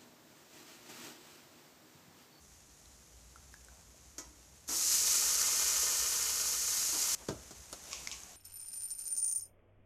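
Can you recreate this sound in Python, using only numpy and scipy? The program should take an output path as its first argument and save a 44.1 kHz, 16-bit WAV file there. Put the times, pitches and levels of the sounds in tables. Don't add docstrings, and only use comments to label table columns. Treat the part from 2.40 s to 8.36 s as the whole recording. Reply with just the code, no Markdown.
import sys
import numpy as np
from scipy import signal
from scipy.fft import rfft, irfft
from scipy.io import wavfile

SR = 44100
rng = np.random.default_rng(int(sys.argv[2]) if len(sys.argv) > 2 else 0)


def unload_audio(sound):
    columns = np.transpose(np.atleast_2d(sound))
    steps = np.round(np.clip(columns, -1, 1) * 32767)
    wavfile.write(sys.argv[1], SR, steps.astype(np.int16))


N = 262874
T = np.arange(N) / SR

# frequency in Hz, t60 (time to fall 60 dB) in seconds.
KITCHEN_DECAY = [(100, 0.61), (1000, 0.52), (6000, 0.31), (15000, 0.12)]
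# frequency in Hz, relative spectral level in dB.
RUMBLE_COLOUR = [(15, -47), (28, -36), (40, -21), (58, 7.5), (75, -4), (110, -10.5), (160, -9.5),
                 (250, -15), (500, -19.5), (800, -21.5), (1300, -27), (3000, -35), (8000, -41)]
FRYING_COLOUR = [(1000, -8), (3300, -10), (4800, -7), (6000, -1), (6750, 0.5), (8000, -5.5), (9500, -10),
                 (11600, -9.5), (13600, -17), (15500, -29)]
CRACK_COLOUR = [(300, -11), (1500, -3), (3500, -5), (6500, 3), (11000, -5), (15500, -24)]
KNOCK_COLOUR = [(15, -40), (40, -17), (100, 2), (180, 2), (260, -5.5), (340, 1), (480, -3.5), (650, -0.5),
                (900, -13.5), (1300, -8.5), (2000, -25.5), (3400, -20.5), (6500, -16), (10000, -31),
                (15000, -41)]
BLADE_COLOUR = [(300, -19), (800, -15), (1150, -2), (1600, -28), (2100, -5), (2650, 4), (3100, -1.5),
                (4300, -3.5), (5500, 3.5), (6500, 4), (7600, -1.5), (9000, -17), (12000, -24), (15500, -31)]
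FLOP_COLOUR = [(100, -24), (230, -9), (320, -2.5), (430, -6), (560, -13), (750, -9), (1100, -8),
               (2000, -15), (5000, -43)]
SPIT_COLOUR = [(300, -19), (1000, -19), (3000, -20.5), (4500, -14), (5700, -7), (6500, 0), (7800, -10.5),
               (10000, -24), (12000, -17), (15500, -45)]
STEAM_COLOUR = [(1000, -32.5), (2000, -19), (3000, -17), (3500, -17.5), (4300, -7), (5000, -5.5),
                (5800, -1.5), (6550, 1.6), (7800, -4.5), (9600, -8.5), (11500, -5.5), (12600, -11),
                (13800, -11.5), (15500, -22.5)]
# frequency in Hz, relative level in dB, t60 in seconds.
BOWL_MODES = [(118, -7.5, 0.18), (172, -15, .12), (222, -8, 0.094), (329, -3, 0.11), (385, -3, 0.079),
              (633, -2, 0.061), (940, -13, .07), (1300, -12, 0.072), (1600, -17, 0.077)]
PAN_MODES = [(302, 0, 0.3), (327, -3.5, .16), (392, -10, 0.2), (514, -5, 0.35), (649, -3.5, 0.25),
             (945, -4.5, 0.21), (1010, -3, 0.19), (1276, -1.5, 0.11), (1455, -5, 0.14), (1696, -8, .12),
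             (1960, -7, 0.19), (2240, -5, 0.13)]
# resonance in Hz, width in Hz, relative level in dB.
HOLLOW_RESONANCES = [(446, 12, -1.5), (489, 28, 1.5), (638, 160, -3.5), (894, 33, 2), (1003, 19, 4.5),
                     (1145, 150, 1.5), (1260, 82, 3), (1417, 145, 2), (1503, 19, -1.5), (1797, 70, 2.5),
                     (2110, 43, 5), (2434, 230, 1), (2910, 260, 1)]

# loudest moment in seconds, level in dB, length in seconds, centre in Hz, width in Hz.
RUSTLES = [(1.132, -63, 0.074, 6500, 3000), (1.34, -68.5, 0.27, 710, 120), (4.821, -56.5, 0.09, 400, 400),
           (5.505, -55, 0.15, 4960, 4000), (5.53, -60, 0.33, 636, 251), (5.898, -64, 0.21, 720, 120)]
# start in seconds, level in dB, pitch in Hz.
TICKS = [(0.4573, -51, 4030), (0.9593, -43, 1360), (1.141, -41.5, 1655), (1.2475, -43, 7960),
         (1.285, -47.5, 1510), (1.545, -54, 645), (2.677, -28, 3750), (3.015, -33.5, 1350),
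         (4.626, -23, 4900), (5.3285, -34, 10050), (5.53, -38.5, 1130), (5.6728, -30.5, 2150),
         (5.803, -41, 7640), (5.835, -37.5, 6350)]
# start in seconds, blow in dB, tilt in dB per octave, ring in dB, number of contacts.
KNOCKS = [(4.885, -30, 0, -33.5, 5), (5.1076, -45, 2.5, -54, 1), (5.3273, -39, 3, -59, 1)]
# start in seconds, click in dB, slide in dB, slide t60 in seconds.
SPATULA_STROKES = [(5.513, -38, -45, 0.3), (5.5308, -26, -46, 0.46), (5.6732, -26.5, -51, 0.07),
                   (5.7147, -30.5, -43.5, 0.22), (5.729, -38, -56, 0.25)]
# start in seconds, level in dB, t60 in seconds.
SPITS = [(1.782, -37.5, 0.091), (2.288, -35, 0.081), (2.674, -38, .09), (4.619, -38, 0.07)]
# top in seconds, relative level in dB, length in seconds.
FLARES = [(2.536, -31, .12), (2.726, -34, .18), (4.413, -37, 0.56)]
# start in seconds, relative hiss in dB, relative boil in dB,
# seconds until the boil is fullest, flop in dB.
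HANDFULS = [(2.276, -29, -47.5, 0.98, -48), (4.515, -33, -45.5, 0.4, -48.5)]

SIZZLE_STOP_S = 4.751
SPICES_DB, SIMMER_DB = -61.5, -55
STIR_TOP_S, STIR_LENGTH_S, STIR_LIFT_DB = 5.62, 0.79, 4.5
STRAY_S, STRAY_RING_DB, STRAY_FLOP_DB = 1.782, -53.5, -57
ROCK_GAP_S, ROCK_BLOW_DB, ROCK_RING_DB, ROCK_TILT_DB = .0195, -6, -8.5, -0.9


def amp(db):
    return 10 ** (np.asarray(db) / 20)


def unit(x):
    return x / np.sqrt(np.mean(x ** 2) + 1e-20)


def read(points, hz):
    f, value = np.transpose(points)
    return np.interp(np.log(hz + 1), np.log(f + 1), value)


def add(mix, s, sound):
    part = mix[round(s * SR):][:len(sound)]
    part += sound[:len(part)]


def decay(t, t60):
    return np.exp(-np.log(1000) * t / np.maximum(t60, 1e-4))


def swell(top_s, length_s):
    return np.cos(np.pi * np.clip((T - top_s) / length_s, -.5, .5)) ** 2


def drift(lo_hz, hi_hz):
    hz = np.fft.rfftfreq(N, 1 / SR)
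    band = (hz > lo_hz) * (hz < hi_hz) / np.sqrt(hz + 1)
    return unit(irfft(rfft(rng.standard_normal(N)) * band, N))


def colour(x, spectrum, size=4096):
    hz = abs(np.fft.fftfreq(size, 1 / SR))
    log_gain = np.log(amp(read(spectrum, hz)))
    taps = np.fft.ifft(np.exp(np.conj(signal.hilbert(log_gain)))).real
    return signal.oaconvolve(x, taps / np.linalg.norm(taps))[:len(x)]


def resonate(x, hz, width_hz):
    return signal.lfilter(*signal.iirpeak(hz, hz / width_hz, SR), x)


def bursts(per_s, spread_db):
    size = amp(spread_db * np.minimum(rng.exponential(1, N), 5))
    return unit(size * rng.choice([-1, 1], N) * (rng.random(N) < per_s / SR))


def puff(spectrum, t60, t):
    fade = decay(t, t60)
    burst = colour(rng.standard_normal(len(t)) * fade, spectrum)
    return burst * np.linalg.norm(fade) / np.linalg.norm(burst)


def ring(modes, t):
    return sum(amp(db) * decay(t, t60) * np.sin(2 * np.pi * (hz * t + rng.random()))
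               for hz, db, t60 in modes)


def kitchen(x, wet_db):
    t = T[:SR // 2]
    echoes = rng.standard_normal(len(t)) * (rng.random(len(t)) < .1) * (t > .004)
    hz, age, bands = signal.stft(echoes, SR, nperseg=256)
    fade = decay(age, read(KITCHEN_DECAY, hz)[:, None])
    tail = signal.istft(bands * fade, SR, nperseg=256)[1]
    return x + amp(wet_db) * signal.oaconvolve(x, tail / np.linalg.norm(tail))[:N]


def burner_rumble(base_db=-62.3, lift_db=2.5):
    level_db = base_db + lift_db * swell(top_s=3.8, length_s=4) + 0.3 * drift(2.2, 17)
    return amp(level_db) * unit(colour(rng.standard_normal(N), RUMBLE_COLOUR, size=16384))


def fizz(spectrum, per_s, spread_db, wet_db, spots=8):
    pops = sum(kitchen(bursts(per_s / spots, spread_db), wet_db) for _ in range(spots))
    return unit(colour(pops, spectrum))


def soft_frying(db):
    hiss = fizz(FRYING_COLOUR, per_s=7000, spread_db=1.5, wet_db=-6.5)
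    return amp(db) * hiss * amp(.5 * drift(2.2, 40))


def rustles():
    out = np.zeros(N)
    for top_s, db, length_s, hz, width_hz in RUSTLES:
        slips = resonate(bursts(per_s=3300, spread_db=2.0), hz, width_hz)
        out += amp(db) * swell(top_s, length_s) * unit(slips)
    return out


def ticks(t60_at_1khz_s=0.021):
    t, out = T[:SR // 10], np.zeros(N)
    for s, db, hz in TICKS:
        t60 = t60_at_1khz_s * (1000 / hz) ** 0.43
        ping = np.sin(2 * np.pi * hz * t) * decay(t, t60)
        crack = amp(-6) * puff(CRACK_COLOUR, 0.0051, t)
        add(out, s, amp(db) * (ping + crack))
    return kitchen(out, wet_db=-15)


def bowl_knocks(attack_s=0.0013):
    t, out = T[:SR // 2], np.zeros(N)
    attack = np.minimum(t / attack_s, 1)
    for s, blow_db, tilt_db, ring_db, contacts in KNOCKS:
        for k in range(round(contacts)):
            slope = tilt_db + k * ROCK_TILT_DB
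            spectrum = [(hz, db + slope * np.log2(hz)) for hz, db in KNOCK_COLOUR]
            blow = amp(blow_db + k * ROCK_BLOW_DB) * puff(spectrum, 0.088, t)
            bowl = amp(ring_db + k * ROCK_RING_DB) * ring(BOWL_MODES, t)
            add(out, s + k * ROCK_GAP_S, (blow + bowl) * attack)
    return kitchen(out, wet_db=-18)


def spatula():
    t, clicks, slides = T[:SR // 2], np.zeros(N), np.zeros(N)
    for s, click_db, slide_db, t60 in SPATULA_STROKES:
        add(clicks, s, amp(click_db) * puff(BLADE_COLOUR, 0.0067, t))
        slips = bursts(per_s=6600, spread_db=3.5)[:len(t)]
        add(slides, s, amp(slide_db) * slips * decay(t, t60))
    return kitchen(clicks + colour(slides, BLADE_COLOUR), wet_db=-9)


def landings(per_handful=3, delay_s=.012, gap_s=.016, ring_re_flop_db=-14.5):
    t, thumps, spits = T[:SR // 2], np.zeros(N), np.zeros(N)
    pieces = [(STRAY_S, STRAY_RING_DB, STRAY_FLOP_DB)]
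    for s, _, _, _, db in HANDFULS:
        pieces += [(s + delay_s + k * gap_s, db + ring_re_flop_db, db) for k in range(per_handful)]
    for s, ring_db, flop_db in pieces:
        add(thumps, s, amp(ring_db) * ring(PAN_MODES, t) + amp(flop_db) * puff(FLOP_COLOUR, 0.19, t))
    for s, db, t60 in SPITS:
        add(spits, s, amp(db) * puff(SPIT_COLOUR, t60, t))
    return kitchen(thumps, wet_db=-9) + kitchen(spits, wet_db=-7.5)


def bubbles(per_s, spread_db, lo_hz, hi_hz, cycles, sizes=24):
    t, out = T[:SR // 25], np.zeros(N)
    for hz in np.geomspace(lo_hz, hi_hz, sizes):
        age = hz * t / cycles
        rise = 1 + 0.0413 * np.minimum(age, 4)
        ping = np.sin(2 * np.pi * hz * t * rise) * np.exp(-age)
        out += signal.oaconvolve(bursts(per_s / sizes, spread_db), unit(ping))[:N]
    return unit(out)


def steaming(heat_up_s=0.16, drying_db_per_s=2.5):
    power = sum((amp(db) * swell(top_s, length_s)) ** 2 for top_s, db, length_s in FLARES)
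    for s, hiss_db, _, _, _ in HANDFULS:
        age = np.maximum(T - s, 0)
        heating = 1 - np.exp(-age / heat_up_s)
        power += amp(hiss_db - drying_db_per_s * age) ** 2 * heating
    return np.sqrt(power)


def boiling(steam, sharpness=3.05):
    power = (amp(-25) * steam) ** 2
    for s, _, boil_db, fullest_s, _ in HANDFULS:
        age = np.maximum(T - s, 0) / fullest_s
        power += amp(boil_db) ** 2 * (age * np.exp(1 - age)) ** sharpness
    return np.sqrt(power)


def sizzle(hiss_trim_db=-.5, boil_trim_db=2.27):
    steam = steaming()
    spray = fizz(STEAM_COLOUR, per_s=12000, spread_db=3.0, wet_db=0.5)
    droplets = bubbles(per_s=2500, spread_db=2.0, lo_hz=5170, hi_hz=7790, cycles=8.7)
    droplets *= steam / steam.max()
    flicker = amp(.5 * drift(8.8, 90))
    hiss = unit(spray + amp(-4.5) * droplets) * flicker
    pops = bursts(per_s=1100, spread_db=3.0)
    hollow = sum(amp(db) * resonate(pops, hz, width_hz) for hz, width_hz, db in HOLLOW_RESONANCES)
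    blips = bubbles(per_s=200, spread_db=0.0, lo_hz=907, hi_hz=2893, cycles=10.2)
    boil = unit(kitchen(unit(hollow) + amp(-11.5) * blips, wet_db=-9.0))
    return amp(hiss_trim_db) * hiss * steam + amp(boil_trim_db) * boil * boiling(steam)


def scene():
    before_stop = np.clip((SIZZLE_STOP_S - T) / .002, 0, 1)
    loud = soft_frying(SPICES_DB) + sizzle() + landings()
    soft = soft_frying(SIMMER_DB + STIR_LIFT_DB * swell(STIR_TOP_S, STIR_LENGTH_S))
    pan = before_stop * loud + (1 - before_stop) * soft
    mono = pan + ticks() + rustles() + bowl_knocks() + spatula() + burner_rumble()
    return np.array([mono, mono])


def record(dry):
    edge_hz = 15560
    lowpass = signal.firwin(801, edge_hz, window=("kaiser", 9), fs=SR)
    return signal.oaconvolve(dry, lowpass[None], "same")


dry = scene()
out = record(dry)
unload_audio(out)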